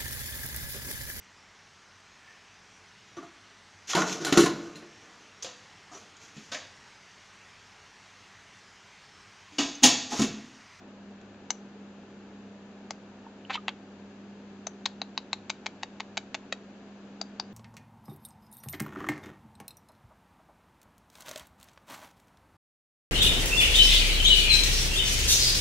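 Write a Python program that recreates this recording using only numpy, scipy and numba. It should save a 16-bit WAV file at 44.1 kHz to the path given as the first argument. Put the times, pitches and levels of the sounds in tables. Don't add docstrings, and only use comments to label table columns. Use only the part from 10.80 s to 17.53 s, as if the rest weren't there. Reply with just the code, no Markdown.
import sys
import numpy as np
from scipy import signal
from scipy.fft import rfft, irfft
from scipy.io import wavfile
from scipy.ndimage import uniform_filter1d
from numba import njit

SR = 44100
rng = np.random.default_rng(int(sys.argv[2]) if len(sys.argv) > 2 else 0)


def persist_wave(psi):
    counts = np.round(np.clip(psi, -1, 1) * 32767).astype(np.int16)
    wavfile.write(sys.argv[1], SR, np.atleast_2d(counts).T)


N = 296793

# [t/s of the hardest catch, knock level/dB before contact gain, snap near 2.5 kHz/dB,
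#   edge near 6.5 kHz/dB, catch gap before/ms, catch gap after/ms, first touch/dB re knock, pitch factor]
CLICK_ROWS = [(0.415, -52, -2, -1, 1.2, 1.2, -30, 1), (0.546, -56, 4, -11, 1.2, 1.2, -30, 1),
              (0.7055, -24.1, 1.9, 2.5, 1.01, 1.37, -28, 1.1),
              (2.1082, -25.6, -4.7, 1, .96, 1.45, -30, .85), (2.7724, -40, 0, -18, 1, 1, -30, 1),
              (2.8827, -21.7, 4.9, -13, 1.48, 1.05, -30, 1.08), (2.8903, -31, 4, -20, .9, .8, -30, 1),
              (3.8703, -26.1, -7.7, 0, 1.57, 1.42, -30, .92),
              (4.0602, -23.3, 3, -1.7, .93, 1.17, -17, 1.16),
              (4.2179, -25.6, -4.3, -14, 1.43, 1.2, -28, .94),
              (4.3777, -23.2, -4.8, -11.1, 1.09, .86, -30, .97),
              (4.5312, -22.6, 1.5, -3.9, .82, 1.07, -30, .95), (4.7021, -25.1, 4.5, 2.3, 1.3, .82, -6, .94),
              (4.8656, -25.1, 4.4, -2.5, 1.29, .92, -5, .89),
              (5.0333, -24.3, .2, -4.5, 1.11, 1.04, -15, .89),
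              (5.2051, -26.1, 1.4, -6.4, .92, 1.04, -6, .93), (5.3766, -24.1, 4.7, -1, 1.27, 1.34, -3, 1),
              (5.5496, -27, 4.2, -2.7, 1.15, 1.41, 1, .95), (5.7264, -23.7, 5.3, 3.7, 1.55, 1.57, -28, .6),
              (6.4151, -27.3, -8.8, -2, 1.53, 1.35, -30, .91),
              (6.5989, -25.3, -8, -11, 1.3, 1.09, -27, 1.15)]
MOUTH_HZ, MOUTH_WIDTH_HZ = 900, 220


def undb(db):
    return 10 ** (np.asarray(db) / 20)


def unit(x):
    return x / np.sqrt(np.mean(x ** 2))


def shape_db(points, f):
    hz, db = np.transpose(points)
    return np.interp(np.log(f + 1), np.log(hz), db)


def colour(x, points):
    gain = undb(shape_db(points, np.fft.rfftfreq(N, 1 / SR)))
    return irfft(rfft(x) * gain, N)


def follow(rows):
    s, *columns = np.transpose(rows)
    t = np.arange(N) / SR
    return np.squeeze([np.interp(t, s, c) for c in columns])


def walk(rate_hz):
    k = int(SR / rate_hz)
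    steps = np.repeat(rng.standard_normal(N // k + 1), k)
    smooth = uniform_filter1d(uniform_filter1d(steps, k), k)
    return unit(smooth)[:N]


@njit
def sweep(x, hz, width_hz):
    y, band, low = np.empty(len(x)), 0., 0.
    for i in range(len(x)):
        g, k = np.tan(np.pi * hz[i] / SR), width_hz / hz[i]
        v = (band + g * (x[i] - low)) / (1 + g * (g + k))
        band = 2 * v - band
        low = low + 2 * g * v
        y[i] = k * v
    return y


def resonate(x, hz, width_hz):
    return sweep(x + 1e-18, hz * np.ones(N), float(width_hz))


def add(out, s, sound):
    i = int(s * SR)
    out[i:i + len(sound)] += sound[:N - i]


def impulse(db):
    cepstrum = irfft(np.log(undb(db)))
    half = len(cepstrum) // 2
    folded = np.r_[cepstrum[0], 2 * cepstrum[1:half], np.zeros(half)]
    return irfft(np.exp(rfft(folded)))


def appliance(fan_hz=200.6, fan_waver_db=1.0, phase_drift_rad=.2):
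    # [t/s, mean rms level/dB]
    fan_level = [(0.0, -53), (0.3, -48), (0.67, -52), (0.84, -47), (0.92, -53), (1.01, -48), (1.33, -52),
                 (1.74, -48), (1.8, -51), (4.33, -48), (4.35, -52), (5.27, -53), (5.38, -48), (5.42, -52),
                 (6.67, -49), (6.73, -46)]
    # [f/Hz, mean rms level/dB, waver/dB]
    motor_lines = [(66.3, -79.5, 2), (100.3, -66.5, 2.5), (134, -73, 1.5), (273.5, -64, 2.5),
                   (372, -66.5, 1.5), (575, -76, 2.5)]
    turn = 2 * np.pi * np.arange(N) / SR
    fan_gain = undb(follow(fan_level) + fan_waver_db * walk(12))
    out = fan_gain * np.sin(fan_hz * turn + phase_drift_rad * walk(5))
    for hz, db, waver_db in motor_lines:
        out = out + undb(db + waver_db * walk(7)) * np.sin(hz * turn + walk(5))
    return np.sqrt(2) * out


def air(air_db=-51.5, hiss_db=-60.5, left_db=2.0, whine_db=-82):
    # [f/Hz, relative density/dB]
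    air_shape = [(25, -25.5), (80, -24.5), (130, -20), (180, -10.5), (250, -5.5), (320, -10), (410, -8.5),
                 (520, -14), (800, -17), (1100, -23.5), (1750, -24), (1950, -33), (2750, -30), (3500, -44),
                 (8000, -56)]
    # [f/Hz, relative density/dB]
    hiss_shape = [(18, -45.5), (30, -13.5), (165, -5.5), (199, -2.5), (239, -7), (477, -6.5), (560, -8),
                  (1650, -5.5), (1990, -8.5), (2620, -8), (3790, -11), (5360, -14.5), (7400, -17.5),
                  (9620, -49), (16300, -120)]
    shared = unit(colour(rng.standard_normal(N), air_shape)) * undb(air_db)
    hiss = [unit(colour(rng.standard_normal(N), hiss_shape)) * undb(hiss_db + side_db)
            for side_db in (left_db, -left_db)]
    whine = np.sin(2 * np.pi * 8000 * np.arange(N) / SR)
    return shared + np.array(hiss) + undb(whine_db) * whine


def contact(db, snap_db, edge_db, pitch=1, gain_db=25, size=1024):
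    # [f/Hz, level/dB]
    beak_shape = [(200, -32), (450, -11.5), (700, 1.5), (900, -1.5), (1250, -2), (1750, -4.5), (2500, -1),
                  (3500, -3.5), (4600, -4.5), (6500, -6), (9000, -14)]
    f = np.fft.rfftfreq(size, 1 / SR)
    hardness = [(1200, 0.011), (2200, snap_db), (3300, snap_db),
                (5800, edge_db), (7400, edge_db), (9000, edge_db - 2.5)]
    spectrum_db = shape_db(beak_shape, f / pitch) + shape_db(hardness, f)
    return -impulse(spectrum_db) * undb(db + gain_db)


def contacts(touch_lead_s=.0047):
    # [place/gaps from the hardest, level/dB re knock, extra snap/dB]
    catches = [(-1, -5, 3), (0, 0, 0), (1, -4.5, 0), (2.3, -15, 0)]
    out = np.zeros(N)
    for s, db, snap_db, edge_db, before_ms, after_ms, touch_db, pitch in CLICK_ROWS:
        add(out, s - touch_lead_s, contact(db + touch_db, snap_db, edge_db, pitch))
        for place, catch_db, extra_db in catches:
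            gap_s = (before_ms if place < 0 else after_ms) / 1000
            add(out, s + place * gap_s, contact(db + catch_db, snap_db + extra_db, edge_db, pitch))
    return out


def burr(clicks, db=-5, t60_s=.007, attack_s=.00037, low_hz=3600):
    t = np.arange(SR // 100) / SR
    envelope = undb(-60 * t / t60_s) * (1 - np.exp(-t / attack_s))
    buzz = unit(rng.standard_normal(len(t)) * envelope) / np.sqrt(len(t))
    treble = signal.sosfilt(signal.butter(4, low_hz, "high", fs=SR, output="sos"), clicks)
    return undb(db) * signal.fftconvolve(treble, buzz)[:N]


def mouth(clicks, db=-3):
    hz = MOUTH_HZ * follow([(s, pitch) for s, *_, pitch in CLICK_ROWS])
    return undb(db) * resonate(clicks, hz, MOUTH_WIDTH_HZ)


def squeaks(wobble=.04, rough=.45):
    # [start t/s, length/s, f/Hz, nominal peak level/dB]
    slip_rows = [(0.7048, 0.0034, 6080, -20.5), (2.107, .0023, 5045, -26), (2.8906, 0.0037, 3330, -29),
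                 (3.8684, .0048, 6076, -28.5), (4.0551, 0.0044, 3830, -21), (4.0608, 0.003, 4330, -22.5),
                 (4.216, .0035, 4020, -24), (4.3764, .0035, 3950, -19.5), (4.5301, .003, 4130, -19),
                 (4.698, 0.0033, 3870, -30), (6.4127, 0.0045, 4730, -23.5), (6.5982, 0.003, 4680, -19)]
    # [f/Hz, level/dB re squeak]
    horn_modes = [(3850, -15), (4750, -14), (6300, -18)]
    out, drift, grip = np.zeros(N), walk(3000), walk(3000)
    for s, length_s, hz, db in slip_rows:
        n, i = int(length_s * SR), int(s * SR)
        swell, uneven = signal.windows.tukey(n, .7), drift[i:i + n]
        uneven = uneven - np.average(uneven, weights=swell ** 2)
        turn = 2 * np.pi * np.cumsum(1 + wobble * uneven) / SR
        modes = sum(undb(mode_db) * np.cos(mode_hz * turn) for mode_hz, mode_db in horn_modes)
        tone = np.sin(hz * turn) + modes
        roughness = unit(1 + rough * grip[i:i + n])
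        add(out, s, undb(db) * swell * roughness * tone)
    return out


def pops(attack_s=0.001):
    # [t/s, f/Hz, level/dB before attack and decay, t60/s]
    pop_rows = [(2.4663, 920, -33, 0.029), (2.6503, 2940, -28.5, 0.0088), (2.7535, 967, -21, 0.031),
                (2.7759, 1233, -30, 0.051)]
    out, t = np.zeros(N), np.arange(SR // 10) / SR
    for s, hz, db, t60_s in pop_rows:
        envelope = undb(db - 60 * t / t60_s) * (1 - np.exp(-t / attack_s))
        add(out, s, envelope * np.sin(2 * np.pi * hz * t))
    return out


def rasp(slips_per_s=3500, mouth_db=-3):
    # [t/s, level/dB, pitch factor of the resonances]
    grind_rows = [(2.69, -60, 0.76), (2.70, -50, .6), (2.706, -33.5, 0.53), (2.722, -42, .72),
                  (2.735, -31.5, 1.1), (2.749, -31, 1.03), (2.754, -28.5, 0.93), (2.761, -33, .9),
                  (2.768, -54, .9), (2.785, -60, 0.62)]
    # [f/Hz at pitch factor 1, width/Hz, level/dB before colouring]
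    grind_modes = [(2320, 450, 3), (2960, 620, 8), (3600, 660, 7), (4500, 450, -14), (6600, 1500, -16)]
    db, pitch = follow(grind_rows)
    struck = rng.random(N) < slips_per_s / SR
    slips = struck * rng.uniform(.3, 1, N) * rng.choice([-1, 1], N)
    ring = sum(undb(mode_db) * resonate(slips, hz * pitch, width_hz) for hz, width_hz, mode_db in grind_modes)
    ring = ring + undb(mouth_db) * resonate(slips, MOUTH_HZ, MOUTH_WIDTH_HZ)
    ring = colour(ring, [(200, -21), (750, 6.5), (4100, -2), (5200, -6), (8000, -8.5)])
    t = np.arange(N) / SR
    active = (t > grind_rows[0][0]) * (t < grind_rows[-1][0])
    return unit(ring) * undb(db) * active


def creak(count=5, start_s=2.6978, gap_s=.00385, uneven=.07):
    level_db, arch_db = -23.5, 5
    snap_db, first_edge_db, brighten_db_per_s = -2, -29, 800
    out, pitch = np.zeros(N), np.exp(uneven * rng.standard_normal(count))
    for k, arch in enumerate(np.linspace(-1, 1, count) ** 2):
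        age_s = k * gap_s
        edge_db = first_edge_db + brighten_db_per_s * age_s
        add(out, start_s + age_s, contact(level_db - arch_db * arch, snap_db, edge_db, pitch[k]))
    return out


def room(x, gap_s=0.0025, spread=0.59):
    t = np.arange(SR // 2) / SR
    tail = 0
    for db, t60_s in ((-11.5, .046), (-20.0, .24)):
        noise = rng.standard_normal(len(t)) + spread * rng.standard_normal((2, len(t)))
        scatter = noise * undb(-60 * t / t60_s) * (t > gap_s)
        tail = tail + undb(db) * unit(scatter) / np.sqrt(len(t))
    return x + signal.fftconvolve(x[None], tail, axes=1)[:, :N]


def aim(near):
    # [f/Hz, left minus right/dB]
    pan_shape = [(500, -2.5), (2600, 1.5), (3400, 1), (4000, 5), (4800, 6.5), (6000, 8), (8000, 3)]
    # [t/s, share of the full pan]
    facing = [(.7, 1), (2.1, .8), (2.6, 0.04), (2.9, 0.2), (3.85, 1), (4.4, 1), (5.7, 1), (6.4, 1.17)]
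    aimed = np.array([colour(ear, [(hz, sign * db / 2) for hz, db in pan_shape])
                      for ear, sign in zip(near, (1, -1))])
    return near + follow(facing) * (aimed - near)


def scene():
    clicks = contacts() + creak()
    clicks = clicks + burr(clicks) + mouth(clicks)
    near = room(clicks + squeaks() + pops() + rasp())
    return aim(near) + appliance() + air()


def record(dry, notch_hz=5430, top_hz=8800):
    notched = signal.lfilter(*signal.iirnotch(notch_hz, 16, fs=SR), dry)
    dull = colour(notched, [(7400, 0), (7800, -13), (8600, -18)])
    return signal.sosfilt(signal.ellip(8, .2, 70, top_hz, fs=SR, output="sos"), dull)


dry = scene()
out = record(dry)
persist_wave(out)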